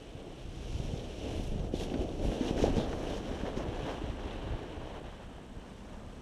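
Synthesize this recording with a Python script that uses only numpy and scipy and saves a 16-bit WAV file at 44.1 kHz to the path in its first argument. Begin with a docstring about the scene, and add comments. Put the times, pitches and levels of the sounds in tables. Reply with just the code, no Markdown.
"""Sled passing on packed snow

A rider on a plastic sled comes down a packed run, sweeps past close by and glides away.
Hull rumble, crunch, scrape, hiss and powder are coloured grain noise; thumps are decaying sines.
Snaps are short noise bursts, edge slices swelling bright noise. Wind noise and low knocks buffet the
microphone of a small camera, whose electronics whirr faintly; steady air and a late hollow drone lie under.
"""
import sys
import numpy as np
from scipy import signal
from scipy.fft import rfft, irfft, next_fast_len
from scipy.io import wavfile

SR = 44100
rng = np.random.default_rng(int(sys.argv[2]) if len(sys.argv) > 2 else 0)


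def output_pcm(signal):
    """Save a mono or channel-first signal as 16-bit PCM at the path in sys.argv[1].

    Samples are clipped to [-1, 1] before scaling.
    """
    pcm = np.clip(np.atleast_2d(signal).T, -1, 1) * 32767
    wavfile.write(sys.argv[1], SR, np.round(pcm).astype(np.int16))


N = 274037
TIME_S = np.arange(N) / SR

# Snow grip on the base, powdery patches; before trims: t/s, hiss level/dB, spray level/dB
GLIDE = [(0, -60.5, -70), (0.38, -59, -67), (0.72, -59.5, -60), (1.1, -58, -63), (1.38, -54.5, -60),
         (1.7, -66, -69.5), (1.88, -57, -63.5), (2.16, -61, -63.5), (2.36, -52, -58), (2.72, -51.5, -57.5),
         (2.92, -57.5, -60.5), (3.4, -54.5, -62.5), (3.68, -57, -67), (3.84, -53.5, -63), (4.05, -56, -67),
         (4.52, -55.5, -70.5), (5.35, -63.5, -75), (5.8, -64.5, -70), (6.21, -67.5, -72.5)]
# Breeze on the microphone, before trim: t/s, level/dB
GUSTS = [(0.0, -63), (0.03, -53.5), (0.48, -44.5), (0.62, -41.5), (0.8, -36.5), (1.12, -47.5),
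         (1.38, -36.5), (2.18, -40), (2.28, -30), (2.34, -44), (2.5, -44), (2.61, -34.5), (3.16, -43),
         (4.44, -41.5), (4.55, -37), (4.58, -51), (4.74, -46), (5.71, -53), (6.16, -46.5), (6.21, -59)]
# Eddies striking the microphone: t/s, envelope peak/dB, f/Hz, t60/s
BUFFETS = [(0.150, -34.5, 88, 0.025), (0.452, -33.5, 90, 0.02), (0.799, -23, 89, 0.02),
           (1.992, -25, 65, 0.046), (2.622, -24, 74.5, 0.059), (2.775, -26, 62, 0.028),
           (3.684, -32, 99, 0.043), (3.828, -33, 135, 0.05), (4.038, -27.5, 83.6, 0.02),
           (4.099, -24.5, 79.5, 0.0098), (4.505, -33, 65, 0.045), (4.768, -35, 65, 0.047),
           (5.565, -35, 68, 0.053)]
# Hull hitting lumps, before the shell's low-pass: t/s, envelope peak/dB, f/Hz, t60/s
THUMPS = [(0.934, -27.5, 147, 0.049), (1.515, -34, 214, 0.092), (1.557, -32, 200, 0.06),
          (1.595, -32, 147, 0.069), (1.7385, -19, 302, 0.015), (1.822, -24.5, 250, 0.016),
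          (1.940, -28, 256, 0.085), (1.956, -28, 298, 0.04), (1.974, -31, 386, 0.015),
          (2.008, -28, 332, 0.023), (2.028, -32, 426, 0.037), (2.239, -28, 427, 0.012),
          (2.262, -33, 235, 0.05), (2.4085, -19.5, 260, 0.063), (2.461, -26.5, 359, 0.05),
          (2.5095, -16, 228, 0.0091), (2.622, -19, 310, 0.02), (2.629, -16, 170, 0.0087),
          (2.6395, -11.5, 480, 0.0098), (2.644, -26.5, 610, 0.056), (2.657, -26, 795, 0.036),
          (2.667, -23, 324, 0.018), (2.678, -27, 576, 0.017), (2.689, -26, 286, 0.044),
          (2.7035, -24, 232, 0.026), (2.767, -17, 192, 0.025), (2.780, -20, 209, 0.04),
          (3.3135, -24, 233, 0.022), (3.4345, -23, 201, 0.016), (3.574, -23, 235, 0.012),
          (3.599, -33, 330, 0.032), (4.0155, -26.5, 310, 0.021)]
# Crust snapping, before trim: t/s, level/dB, f/Hz, bandwidth/Hz, t60/s
SNAPS = [(0.995, -41.5, 3400, 1500, 0.034), (1.594, -45, 2930, 1200, 0.03), (1.798, -35, 3060, 900, 0.03),
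         (1.81, -36, 2570, 2600, 0.02), (1.899, -39, 2960, 950, 0.035), (1.939, -35.5, 2300, 1700, 0.047),
         (2.013, -45, 2200, 1900, 0.03), (2.090, -41.5, 3600, 1400, 0.014), (2.316, -35, 1500, 1000, 0.026),
         (2.480, -31, 3070, 800, 0.035), (2.577, -32.5, 1700, 950, 0.025), (2.624, -32, 2960, 2400, 0.04),
         (2.766, -34, 1900, 1800, 0.012), (2.781, -37.5, 3800, 3000, 0.032),
         (2.929, -30.5, 1510, 650, 0.015), (3.069, -38, 2850, 450, 0.06),
         (3.413, -29.5, 1490, 1400, 0.0074), (3.465, -32.5, 1500, 800, 0.01),
         (3.569, -36, 2380, 1800, 0.016), (3.823, -35, 2800, 900, 0.008), (3.982, -29, 755, 400, 0.022),
         (4.309, -40.5, 3620, 400, 0.027)]
# Hull edge slicing off snow, before trim: t/s, length/s, level/dB, peak f/Hz, peak-to-shower ratio/1
SLICES = [(1.283, 0.25, -65.5, 10500, 1.2), (1.736, 0.019, -61, 3300, 1.7),
          (1.739, 0.116, -52.5, 3470, 0.55), (1.795, 0.074, -64, 10000, 1.0),
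          (2.21, 0.16, -62.5, 10000, 0.64), (2.456, 0.053, -59, 6000, 0.8), (2.56, 0.12, -54.5, 6000, 1.0),
          (2.752, 0.031, -58, 5700, 1.1), (2.772, 0.085, -50.5, 3400, 3.3), (3.02, 0.16, -62, 3050, 5),
          (2.93, 0.22, -68, 10000, 0.61), (3.143, 0.046, -60, 6000, 0.45), (3.56, 0.054, -59, 5800, 0.89),
          (3.9, 0.05, -66, 6000, 0.5)]
# Rises press the hull down, dips unload it: middle t/s, length/s, rumble gain/dB, friction gain/dB
RISES = [(0.24, 0.25, 5, -2), (0.9, 0.36, 4, 1.5), (1.31, 0.24, 6, 1), (1.54, 0.34, 2, 3),
         (1.67, 0.068, 3.5, 2), (1.745, 0.056, 5.5, 7.5), (1.82, 0.076, 5.5, 7), (1.98, 0.17, 7, 1.5),
         (2.02, 0.028, -0.5, 4), (2.15, 0.08, -1.5, 1), (2.24, 0.071, 4.5, 3), (2.48, 0.16, 1.5, 3.5),
         (2.36, 0.1, -1, 0), (2.54, 0.1, -1.5, -4.5), (2.605, 0.093, 3.5, 3), (2.67, 0.096, 3.5, 3),
         (2.735, 0.069, -4, -2.5), (2.79, 0.18, 4, 1), (2.9, 0.29, -3.5, -1), (3.07, 0.26, -2, 2.5),
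         (3.235, 0.17, -5, -0.5), (3.39, 0.2, -3, -1), (3.48, 0.078, 3.5, 3), (3.59, 0.12, 2.5, 0.5),
         (3.66, 0.061, 1.5, -1.5), (3.9, 0.13, 3, 1.8), (3.99, 0.096, -2.5, -1), (4.32, 0.25, -1.5, 0),
         (4.64, 0.11, 0, -1.5), (5.02, 0.062, 0.5, -3.5), (5.2, 0.36, -3.5, 1)]
# Rear edge digging in: middle t/s, length/s, scrape gain/dB
DRAGS = [(2.88, 0.44, 10.5), (3.04, 0.07, 3), (3.475, 0.06, 4), (3.6, 0.22, 7), (3.905, 0.12, 5.5),
         (4.835, 0.06, 3), (4.97, 0.092, 4.5), (5.99, 0.3, 6.5)]

# Relative spectra of hull, crust, rear edge, base, powder, thrown snow: f/Hz, level/dB per Hz
RUMBLE_COLOUR = [(50, -30), (125, -4), (170, -1.5), (270, 3.5), (450, 1.5), (600, -2), (740, -6),
                 (860, -13.5), (960, -20.5), (1200, -27), (2500, -45)]
CRUNCH_COLOUR = [(500, 6), (900, 7), (1150, 1), (1350, -2), (1600, 3.5), (2050, -3.5), (2600, -9),
                 (4000, -35)]
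GRIT_COLOUR = [(300, -7), (550, 3.5), (850, -1), (1100, -4.5), (1400, -9.5), (2000, -17)]
HISS_COLOUR = [(1200, -40), (2000, -10), (2500, -2.5), (3000, 2), (3500, -4), (4000, -9), (4800, -21.5),
               (7000, -40.5)]
SPRAY_COLOUR = [(3000, -1), (4200, -2.5), (4900, -4), (5600, 3), (6200, 0), (7000, -5), (8200, -9),
                (9300, -11.5), (10500, -12.5), (12000, -19), (13500, -28), (15200, -39)]
SHOWER_COLOUR = [(2500, 1), (3500, 3.5), (4800, -1.5), (6000, -0.5), (8000, -7.5), (11000, -13.5),
                 (13000, -19), (15000, -28)]
# Relative spectra of wind, steady air, electronics, far drone: f/Hz, level/dB per Hz
WIND_COLOUR = [(10, -29), (25, 6), (36, 2), (60, 0), (100, -3.5), (150, -8.5), (210, -15), (500, -27.5)]
AIR_COLOUR = [(30, 8.5), (130, -1), (210, -2.5), (340, -9), (700, -12.5), (1300, -15), (3000, -28.5),
              (5000, -32.5), (8000, -31), (15000, -50)]
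WHIRR_COLOUR = [(6000, -42), (7600, -7), (8300, -5), (9000, -13), (11000, -32)]
DRONE_COLOUR = [(140, -22), (180, 1), (215, 2), (265, -1.5), (330, -25)]

PASS_S, SPEED_M_PER_S, CLOSEST_M = 2.563, 5.73, 3.02
RUMBLE_DB = -36  # at the closest point, before load, aspect and judder
RUNOUT_S, RUNOUT_LENGTH_S, RUNOUT_LOSS_DB = 4.73, 0.6, 5.5  # hull quietens as the sled slows on the level
SHELL_CUTOFF_HZ = 890  # padded shell dulls knocks above this
AIR_DB, WHIRR_DB = -53.5, -79
FRAME_HZ, FRAME_START_S = 29.97, 0.0268
CUTOFF_HZ = 15300


def from_db(db):
    """Decibels to amplitude gain."""
    return 10 ** (np.asarray(db) / 20)


def rms_one(x):
    """Scale to unit rms."""
    return x / np.sqrt(np.mean(x ** 2) + 1e-20)


def in_time(rows):
    """Interpolate each column of a time table to every sample."""
    t_s, *columns = np.transpose(rows)
    return [np.interp(TIME_S, t_s, column) for column in columns]


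def coloured(x, spectrum):
    """Shape x by a spectrum falling 12 dB per octave past both ends; rms 1."""
    hz, db = np.transpose(spectrum)
    size = next_fast_len(N)
    f_hz = np.maximum(np.fft.rfftfreq(size, 1 / SR), 1)
    ends = np.minimum(f_hz / hz[0], 1) ** 2 * np.minimum(hz[-1] / f_hz, 1) ** 2
    gain = from_db(np.interp(np.log(f_hz), np.log(hz), db))
    return rms_one(irfft(rfft(x, size) * ends * gain, size)[:N])


def drift(rate_hz):
    """Smooth random curve, rms 1: noise whose amplitude spectrum is halved at rate_hz."""
    size = next_fast_len(N)
    f_hz = np.fft.rfftfreq(size, 1 / SR)
    smooth = rfft(rng.standard_normal(N), size) / (1 + (f_hz / rate_hz) ** 2)
    return rms_one(irfft(smooth, size)[:N])


def grains(per_s, spread_db, share):
    """Snow grains giving way: uneven clicks, share of the power, in smooth friction noise."""
    size_db = spread_db * np.minimum(rng.exponential(1, N), 4)
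    sizes = from_db(size_db) * rng.choice([-1, 1], N)
    clicks = rms_one(sizes * (rng.random(N) < per_s / SR))
    return np.sqrt(share) * clicks + np.sqrt(1 - share) * rng.standard_normal(N)


def blow(start_s, t60_s, rise_s):
    """Time since a contact, and its swelling and dying envelope of height 1."""
    age_s = np.clip(TIME_S - start_s, 0, 1)
    shape = (1 - np.exp(-age_s / rise_s)) ** 2 * from_db(-60 * age_s / t60_s)
    return age_s, shape / shape.max()


def knocks(table, rise_s):
    """Each blow swings as a decaying sine."""
    out = np.zeros(N)
    for start_s, peak_db, hz, t60_s in table:
        age_s, shape = blow(start_s, t60_s, rise_s)
        out += from_db(peak_db) * shape * np.sin(2 * np.pi * hz * age_s)
    return out


def swells(rows):
    """Sum each gain column, in dB, as half-cosine humps."""
    humps = [np.cos(np.pi * np.clip((TIME_S - middle_s) / length_s, -.5, .5))
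             for middle_s, length_s, *_ in rows]
    return np.array(rows)[:, 2:].T @ np.array(humps)


def path():
    """Straight pass: distance loss in dB, and the side shown (-1 nose, +1 tail)."""
    along_m = SPEED_M_PER_S * (TIME_S - PASS_S)
    distance_m = np.hypot(along_m, CLOSEST_M)
    return 20 * np.log10(CLOSEST_M / distance_m), along_m / distance_m


def hull(track, load_db, facing, aft_db=2.0, judder_db=-0.2):
    """Small lumps drum on the plastic shell, which the rider's weight damps."""
    slowing = np.clip((TIME_S - RUNOUT_S) / RUNOUT_LENGTH_S, 0, 1)
    drumming = coloured(grains(per_s=260, spread_db=1.5, share=0.44), RUMBLE_COLOUR)
    level_db = RUMBLE_DB + load_db + aft_db * facing - RUNOUT_LOSS_DB * slowing
    return from_db(level_db + judder_db * track) * drumming


def crunch(track, friction_db, drag_db, facing,
           level_db=-0.5, aft_db=3.5, near_db=1.5, judder_db=0.6, drag_share=0.17):
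    """Coarse crust grains break under the hull, favoured from alongside and behind."""
    breaking = coloured(grains(per_s=600, spread_db=-0.5, share=0.63), CRUNCH_COLOUR)
    aspect_db = aft_db * facing + near_db * (1 - facing ** 2)
    gain_db = friction_db + level_db + aspect_db + drag_share * drag_db + judder_db * track
    return from_db(gain_db) * breaking


def tail_scrape(track, friction_db, drag_db, facing, level_db=-4.5, aft_db=9.0, judder_db=0.2):
    """The rear edge drags over packed track; the rider's body screens it on the approach."""
    grit = coloured(grains(per_s=600, spread_db=5.0, share=0.39), GRIT_COLOUR)
    gain_db = friction_db + level_db + aft_db * facing + drag_db + judder_db * track
    return from_db(gain_db) * grit


def sliding(track, hiss_db, spray_db,
            base_db=-2.53, powder_db=0.57, judder_db=0.73, powder_judder_db=0.8):
    """Fine crystals rub along the base and fly off as powder; the same grains drive both."""
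    rubbing = grains(per_s=2500, spread_db=2.5, share=0.38)
    hiss_gain = from_db(hiss_db + base_db + judder_db * track)
    spray_gain = from_db(spray_db + powder_db + powder_judder_db * track)
    return hiss_gain * coloured(rubbing, HISS_COLOUR) + spray_gain * coloured(rubbing, SPRAY_COLOUR)


def wind(level_db=0.6, lumpy_db=1):
    """Eddies buffet the microphone port: gusting low noise and single low knocks."""
    gust_db, = in_time(GUSTS)
    eddies = rng.standard_normal(N) * from_db(lumpy_db * drift(rate_hz=11.0))
    rush = from_db(gust_db + level_db) * coloured(eddies, WIND_COLOUR)
    return rush + knocks(BUFFETS, rise_s=0.0025)


def background_air():
    """Steady noise, weighted to the lows."""
    return from_db(AIR_DB) * coloured(rng.standard_normal(N), AIR_COLOUR)


def camera_whirr(sharpness=1.8, uneven=0.35):
    """The electronics fizz twice a frame, once strongly and once weakly."""
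    turn = 2 * np.pi * FRAME_HZ * (TIME_S - FRAME_START_S)
    gate = np.exp(sharpness * np.cos(2 * turn)) * (1 + uneven * np.cos(turn))
    return from_db(WHIRR_DB) * rms_one(gate) * coloured(rng.standard_normal(N), WHIRR_COLOUR)


def thumps():
    """Big lumps flex the padded shell in dull knocks."""
    dull = signal.butter(2, SHELL_CUTOFF_HZ, fs=SR, output="sos")
    return signal.sosfilt(dull, knocks(THUMPS, rise_s=0.00062))


def snaps(level_db=-9.0, rise_s=0.00035):
    """A piece of crust cracks in a short noise burst around its own pitch."""
    out = np.zeros(N)
    for start_s, snap_db, hz, width_hz, t60_s in SNAPS:
        edges_hz = [max(hz - width_hz / 2, 20), hz + width_hz / 2]
        band = signal.butter(2, edges_hz, "band", fs=SR, output="sos")
        _, shape = blow(start_s, t60_s, rise_s)
        burst = shape * signal.sosfilt(band, rng.standard_normal(N))
        shape_rms = np.sqrt(np.mean(shape ** 2))
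        out += from_db(snap_db + level_db) * shape_rms * rms_one(burst)
    return out


def slices(track, level_db=1, judder_db=1.9, q=2.7, settle_s=0.012):
    """The edge digs in and lets go, throwing bright crystals; a hard bite rasps at one pitch."""
    shower = coloured(grains(per_s=3100, spread_db=0.5, share=0.4), SHOWER_COLOUR)
    fall = np.exp(-1 / (settle_s * SR))
    out = np.zeros(N)
    for start_s, length_s, slice_db, hz, bite in SLICES:
        phase = np.clip((TIME_S - start_s) / length_s, 0, 1)
        depth = np.sqrt(4 * phase * (1 - phase))
        # thrown snow settles a moment later; the offset avoids denormals
        settling = signal.lfilter([1 - fall], [1, -fall], depth + 1e-18)
        depth = np.maximum(depth, settling)
        rasp = rms_one(signal.lfilter(*signal.iirpeak(hz, q, fs=SR), shower))
        out += from_db(slice_db + level_db) * depth * rms_one(shower + bite * rasp)
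    return from_db(judder_db * track) * out


def far_drone(level_db=-55.0, start_s=4.9, swell_s=0.5):
    """On the run-out a faint, hollow noise band comes up under the fading slide and holds."""
    swell = np.clip((TIME_S - start_s) / swell_s, 0, 1)
    return from_db(level_db) * swell * coloured(rng.standard_normal(N), DRONE_COLOUR)


def scene(uneven_db=0.99):
    """The sled on an open slope, where snow swallows all echoes."""
    track = drift(rate_hz=58)  # track ripples shake the sled's continuous sounds and slices together
    distance_db, facing = path()
    load_db, bite_db = swells(RISES) + uneven_db * drift(rate_hz=5.2)
    drag_db, = swells(DRAGS)
    grip_db, powder_db = in_time(GLIDE)
    friction_db = grip_db + bite_db

    body = hull(track, distance_db + load_db, facing) + thumps()
    coarse = crunch(track, friction_db, drag_db, facing)
    coarse += tail_scrape(track, friction_db, drag_db, facing) + snaps()
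    fine = sliding(track, friction_db, powder_db + bite_db) + slices(track)
    surroundings = wind() + far_drone() + background_air() + camera_whirr()
    return (body + coarse + fine + surroundings)[None]


def record(dry):
    """An elliptic low-pass cuts the top steeply."""
    top_cut = signal.ellip(10, .1, 80, CUTOFF_HZ, fs=SR, output="sos")
    return signal.sosfilt(top_cut, dry)


dry = scene()
out = record(dry)
output_pcm(out)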